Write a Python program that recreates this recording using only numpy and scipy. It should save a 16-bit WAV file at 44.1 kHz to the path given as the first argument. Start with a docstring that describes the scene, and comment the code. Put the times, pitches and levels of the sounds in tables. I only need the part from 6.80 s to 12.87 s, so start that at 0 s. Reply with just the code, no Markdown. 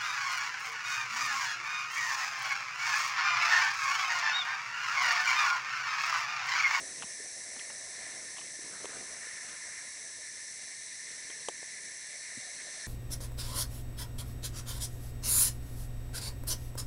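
"""A far chorus of cicadas over the floor of a tropical forest: clicks ring body resonances into a shrill wash.
Close by, leaf litter rustles as clumped grains of five colours and thuds softly as short dying tones.
Twigs tick now and then and one snaps loudly: noise bursts ring three twig resonances.
Faint low air noise lies beneath. One microphone feeds both channels, through a gain control that ducks
loud moments and a steep treble cut."""
import sys
import numpy as np
from scipy import signal
from scipy.fft import rfft, irfft, next_fast_len
from scipy.io import wavfile

SR = 44100
rng = np.random.default_rng(int(sys.argv[2]) if len(sys.argv) > 2 else 0)


def bounce(signal):
    """Save signal as a 16-bit WAV file at the path given by the first command-line argument."""
    frames = np.transpose(np.atleast_2d(signal))
    limited = np.clip(frames, -1, 1)
    pcm = np.round(limited * 32767).astype(np.int16)
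    wavfile.write(sys.argv[1], SR, pcm)


N = 267687

# body resonances of the low, middle and high singers: centre_hz, width_hz, drive_db
LOW_BODY = [(1782, 178, 1), (2039, 420, -2), (2300, 200, -13), (2790, 190, -18)]
MIDDLE_BODY = [(3890, 790, -2.5), (4265, 610, -1)]
HIGH_BODY = [(5592, 1020, -2.5), (6026, 795, -0.5), (7710, 1150, -4.5), (8240, 1090, -4.5),
             (9410, 930, -8.5), (9990, 1320, -7.5)]
# swell of the low singers: time_s, level_db
LOW_SWELL = [(0, -52), (.6, -51), (1.05, -52), (1.26, -48.5), (1.6, -53), (2.1, -50), (2.36, -51.5),
             (2.49, -46), (2.6, -50), (2.95, -48), (3.4, -51), (3.9, -51), (4.45, -50), (4.97, -49.5),
             (5.3, -50.5), (5.5, -48.5), (6.07, -49.5)]
# slow swell of the other groups: time_s, middle_level_db, high_level_db
UPPER_SWELL = [(0, -56.5, -43.5), (.6, -57.5, -43.5), (1.3, -55.5, -44.5), (1.75, -57, -44.5),
               (3.4, -57.5, -45), (4.45, -55, -45), (5.2, -56.5, -45.3), (6.07, -52.5, -44.5)]

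# spectra of the five litter grains, dull to crisp: frequency_hz, density_db (per Hz, relative)
SCUFF_SPECTRUM = [(40, -25), (100, -4.5), (200, 0.5), (400, 2.5), (520, 1), (800, -16)]
HOLLOW_SPECTRUM = [(300, -11.5), (480, -1), (620, 5.5), (760, 2.5), (1000, -31)]
WOODY_SPECTRUM = [(650, -27), (850, -7), (1030, 2), (1200, -7.5), (1500, -23)]
SWISH_SPECTRUM = [(1000, -53), (1200, -3.5), (1400, -0.5), (1650, 1.5), (2100, -35)]
CRISP_SPECTRUM = [(2100, -15), (2500, -2.5), (3000, -9.5), (3500, -4.5), (4200, -16.5)]
# stirring of the litter, used only as a swing about each column's mean: time_s, scuff_db, rustle_db
STIRRING = [(0.0, -56.5, -63.5), (0.27, -64, -64), (0.49, -64, -69.5), (0.67, -67.5, -65.5),
            (1.0, -66, -62.5), (1.34, -61.5, -58.5), (1.77, -64.5, -69.5), (1.96, -58.5, -56),
            (2.15, -58.5, -55.5), (2.53, -68, -59.5), (2.76, -67, -56.5), (3.31, -71, -67.5),
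            (4.18, -75.5, -69), (4.56, -66, -66.5), (5.22, -72, -71.5), (5.46, -74.5, -66.5),
            (5.85, -67, -64.5), (6.07, -70.5, -61)]
# scuff, woody, swish and crisp grains:
# mean_level_db, share_of_scuff_swing, share_of_rustle_swing, grains_per_s, clumping_db
GRAINS = [(-65, 0.94, .01, 1200, 2), (-67.5, 0.18, 0.58, 3500, -0.4), (-68, .01, 1.35, 3700, 1.83),
          (-64.5, .01, 0.45, 6000, 2.8)]
# level of the hollow middle of the rustle: time_s, level_db
HOLLOW_LEVEL = [(0.0, -59), (0.49, -64.5), (1.15, -57.5), (1.39, -59.5), (1.69, -67), (1.87, -62.5),
                (2.15, -59), (2.94, -65.5), (3.62, -69), (5.22, -68.5), (5.38, -67.5), (6.07, -61)]
HOLLOW_PER_S, HOLLOW_CLUMP_DB = 2500, 2

# twig ticks and snaps: start_s, knock_rms_db, crack_rms_db, length_s,
# thinness (factor on the knock's pitch and width)
TICKS = [(0.2234, -29, -39.5, 0.00052, 1.73), (0.226, -47.5, -46, 0.015, 0.8),
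         (0.764, -53, -58, .0054, 0.97), (0.792, -55, -46, 0.0079, 1.5), (.900, -50, -52.5, 0.0077, 1.04),
         (1.567, -54, -56, 0.0077, 1.1), (1.582, -52, -49, 0.016, 0.92), (1.61, -55, -52, 0.011, 1.05),
         (2.044, -41.5, -54, 0.0017, 0.84), (2.055, -39.5, -39.5, 0.002, 0.9),
         (4.5, -54, -51, 0.0077, 1.05), (4.685, -35, -38.5, 0.0049, 1), (4.692, -40, -61, .0027, 0.78),
         (4.828, -50, -60, 0.0016, 0.84)]
# twig resonances for knock, crack and splinter: centre_hz, width_hz
TWIG = [(880, 790), (2700, 1170), (7200, 4700)]
# the splinter treble equals the crack at this level and grows this much faster: only hard breaks are bright
SPLINTER_EVEN_DB, SPLINTER_GROWTH = -39.5, 4.7

# soft thuds in the litter: start_s, peak_db, pitch_hz, t60_s
THUDS = [(.227, -48.5, 730, .024), (0.24, -44, 200, .02), (.401, -45, 420, 0.043),
         (0.766, -48.5, 240, 0.033), (.900, -50, 590, .02), (1.79, -46.5, 345, .023),
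         (2.0445, -32, 480, .012), (2.054, -41, 393, 0.033), (2.141, -52, 140, 0.057),
         (2.167, -44.5, 422, 0.035), (2.285, -65, 70, .041), (2.468, -47.5, 450, .02),
         (4.499, -47, 413, 0.018), (4.6845, -29.5, 485, 0.021), (4.693, -45, 354, .033),
         (4.828, -41, 505, 0.0078), (5.572, -42, 246, 0.04), (5.576, -51, 122, 0.053)]
THUD_EDGE_CYCLES = 0.69   # rise time, in cycles of the tone

# spectrum of the air noise: frequency_hz, density_db (per Hz, relative)
AIR_SPECTRUM = [(15, -16), (40, -1.5), (100, 4), (400, 0), (1000, -4.5), (1600, -18), (3000, -57)]
AIR_DB = -69
DUCK_FROM_DB, DUCK_RATIO, DUCK_RELEASE_DB_S = -41.5, 0.15, 64
CUTOFF_HZ = 11015


def from_db(db):
    """Amplitude gain is 10 to the power of dB / 20."""
    return 10 ** (np.asarray(db) / 20)


def rms_one(x):
    """Normalisation: division by the root mean square gives rms 1."""
    return x / np.sqrt(np.mean(x ** 2) + 1e-20)


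def in_time(rows):
    """Linear interpolation turns each column of a curve into one value a sample."""
    time_s, *columns = np.transpose(rows)
    return [np.interp(np.arange(N) / SR, time_s, column) for column in columns]


def drift(corner_hz):
    """Two-pole lowpass noise wanders slowly, at rms 1."""
    step = 40   # samples between computed values
    settling = 2000   # values discarded while the filter settles
    pole = np.exp(-2 * np.pi * corner_hz * step / SR)
    noise = rng.standard_normal(N // step + settling + 2)
    slow = signal.lfilter([1], [1, -2 * pole, pole * pole], noise)[settling:]
    return np.interp(np.arange(N) / step, np.arange(len(slow)), rms_one(slow))


def resonance(x, hz, width_hz):
    """A damped mode is a two-pole bandpass with a peak gain of about 1."""
    radius = np.exp(-np.pi * width_hz / SR)
    zeros = (1 - radius * radius) / 2 * np.array([1, 0, -1])
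    poles = [1, -2 * radius * np.cos(2 * np.pi * hz / SR), radius * radius]
    return signal.lfilter(zeros, poles, x)


def rung_twice(x, hz, width_hz):
    """Two equal modes in cascade steepen the skirts, leaving dark valleys between resonances."""
    return resonance(resonance(x, hz, width_hz), hz, width_hz)


def clicks(per_s, spread_db):
    """A random impulse train, of uneven size and sign, has rms 1 after scaling."""
    sizes = from_db(spread_db * np.minimum(rng.exponential(1, N), 5)) * rng.choice([-1, 1], N)
    return rms_one(sizes * (rng.random(N) < per_s / SR))


def coloured(x, spectrum):
    """Spectral shaping: a frequency-domain gain, interpolated over log frequency, colours x; rms 1."""
    size = next_fast_len(N)
    hz = np.maximum(np.arange(size // 2 + 1) * SR / size, 1)
    points_hz, points_db = np.array(spectrum).T
    shape_db = np.interp(np.log(hz), np.log(points_hz), points_db)
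    return rms_one(irfft(rfft(x, size) * from_db(shape_db), size)[:N])


def singers(body, per_s, throb_db, throb_hz):
    """Impulse excitation: dense tymbal clicks ring each body resonance, which throbs out of step."""
    out = 0
    for hz, width_hz, drive_db in body:
        train = clicks(per_s, spread_db=1.5) * from_db(drive_db + throb_db * drift(throb_hz))
        out = out + rung_twice(train, hz, width_hz)
    return rms_one(out)


def cicadas():
    """Incoherent superposition: three groups of singers blur into one wash."""
    low_db, = in_time(LOW_SWELL)
    middle_db, high_db = in_time(UPPER_SWELL)
    low = from_db(low_db) * singers(LOW_BODY, per_s=9000, throb_db=1.63, throb_hz=13.6)
    middle = from_db(middle_db) * singers(MIDDLE_BODY, per_s=15000, throb_db=1.0, throb_hz=12)
    high = from_db(high_db) * singers(HIGH_BODY, per_s=20000, throb_db=0.33, throb_hz=11)
    return low + middle + high


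def litter():
    """Granular contact noise: dry leaves give clumped random impacts, coloured by grain size."""
    scuff_db, rustle_db = in_time(STIRRING)
    hollow_db, = in_time(HOLLOW_LEVEL)
    shared_clumps = drift(9.7)
    scuff_swing = scuff_db - scuff_db.mean()
    rustle_swing = rustle_db - rustle_db.mean()

    layers = [(HOLLOW_SPECTRUM, hollow_db, HOLLOW_PER_S, HOLLOW_CLUMP_DB)]
    spectra = [SCUFF_SPECTRUM, WOODY_SPECTRUM, SWISH_SPECTRUM, CRISP_SPECTRUM]
    for spectrum, (mean_db, by_scuff, by_rustle, per_s, clump_db) in zip(spectra, GRAINS):
        level_db = mean_db + by_scuff * scuff_swing + by_rustle * rustle_swing
        layers.append((spectrum, level_db, per_s, clump_db))

    out = 0
    for spectrum, level_db, per_s, clump_db in layers:
        patchy_db = clump_db * (0.71 * shared_clumps + 1.14 * drift(9))
        grains = coloured(clicks(per_s, spread_db=2.5), spectrum)
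        out = out + from_db(level_db + patchy_db) * grains
    return out


def thuds():
    """Damped oscillation: each thing that drops on the leaves gives a soft-edged, dying tone."""
    t = np.arange(4410) / SR
    out = np.zeros(N + len(t))
    for start_s, peak_db, hz, t60_s in THUDS:
        decay = from_db(-60 * t / t60_s)
        soft_edge = 1 - np.exp(-(t * hz / THUD_EDGE_CYCLES) ** 2)
        thud = np.sin(2 * np.pi * hz * t) * decay * soft_edge
        at = round(start_s * SR)
        out[at:at + len(t)] += from_db(peak_db) * thud / np.max(np.abs(thud))
    return out[:N]


def ticks():
    """Fracture excitation: a noise burst of splintering rings the twig's knock, crack and treble modes."""
    t = np.arange(4410) / SR
    out = np.zeros(N + len(t))
    for start_s, knock_db, crack_db, length_s, thinness in TICKS:
        bright_db = SPLINTER_EVEN_DB + SPLINTER_GROWTH * (crack_db - SPLINTER_EVEN_DB)
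        burst = rng.standard_normal(len(t)) * np.exp(-(t / length_s) ** 3)
        at = round(start_s * SR)
        for level_db, scale, (hz, width_hz) in zip([knock_db, crack_db, bright_db], [thinness, 1, 1], TWIG):
            rung = rung_twice(burst, scale * hz, scale * width_hz)
            to_rms_one = np.sqrt(length_s * SR / np.sum(rung ** 2))   # rms taken over the burst's length
            out[at:at + len(t)] += from_db(level_db) * rung * to_rms_one
    return out[:N]


def air():
    """Broadband noise, weighted to the low frequencies, forms a steady floor."""
    return from_db(AIR_DB) * coloured(rng.standard_normal(N), AIR_SPECTRUM)


def scene():
    """Linear superposition of all sources at one microphone, which feeds both channels."""
    mix = cicadas() + litter() + thuds() + ticks() + air()
    return np.tile(mix, (2, 1))


def record(dry):
    """Gain control compresses above a threshold and lets go slowly; an elliptic lowpass cuts the top."""
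    power = signal.lfilter([.004], [1, -.996], dry[0] ** 2)
    level_db = 10 * np.log10(power + 1e-12)
    # a running maximum against a rising ramp holds each peak and releases it at a constant dB rate
    ramp_db = DUCK_RELEASE_DB_S * np.arange(N) / SR
    held_db = np.maximum.accumulate(level_db + ramp_db) - ramp_db
    excess_db = np.maximum(held_db - DUCK_FROM_DB, 0)
    duck_db = signal.lfilter([.003], [1, -.997], DUCK_RATIO * excess_db)   # smoothed
    # order 16, 0.3 dB ripple, 90 dB stopband
    lowpass = signal.ellip(16, .3, 90, CUTOFF_HZ, fs=SR, output="sos")
    return signal.sosfilt(lowpass, dry * from_db(-duck_db))


dry = scene()
out = record(dry)
bounce(out)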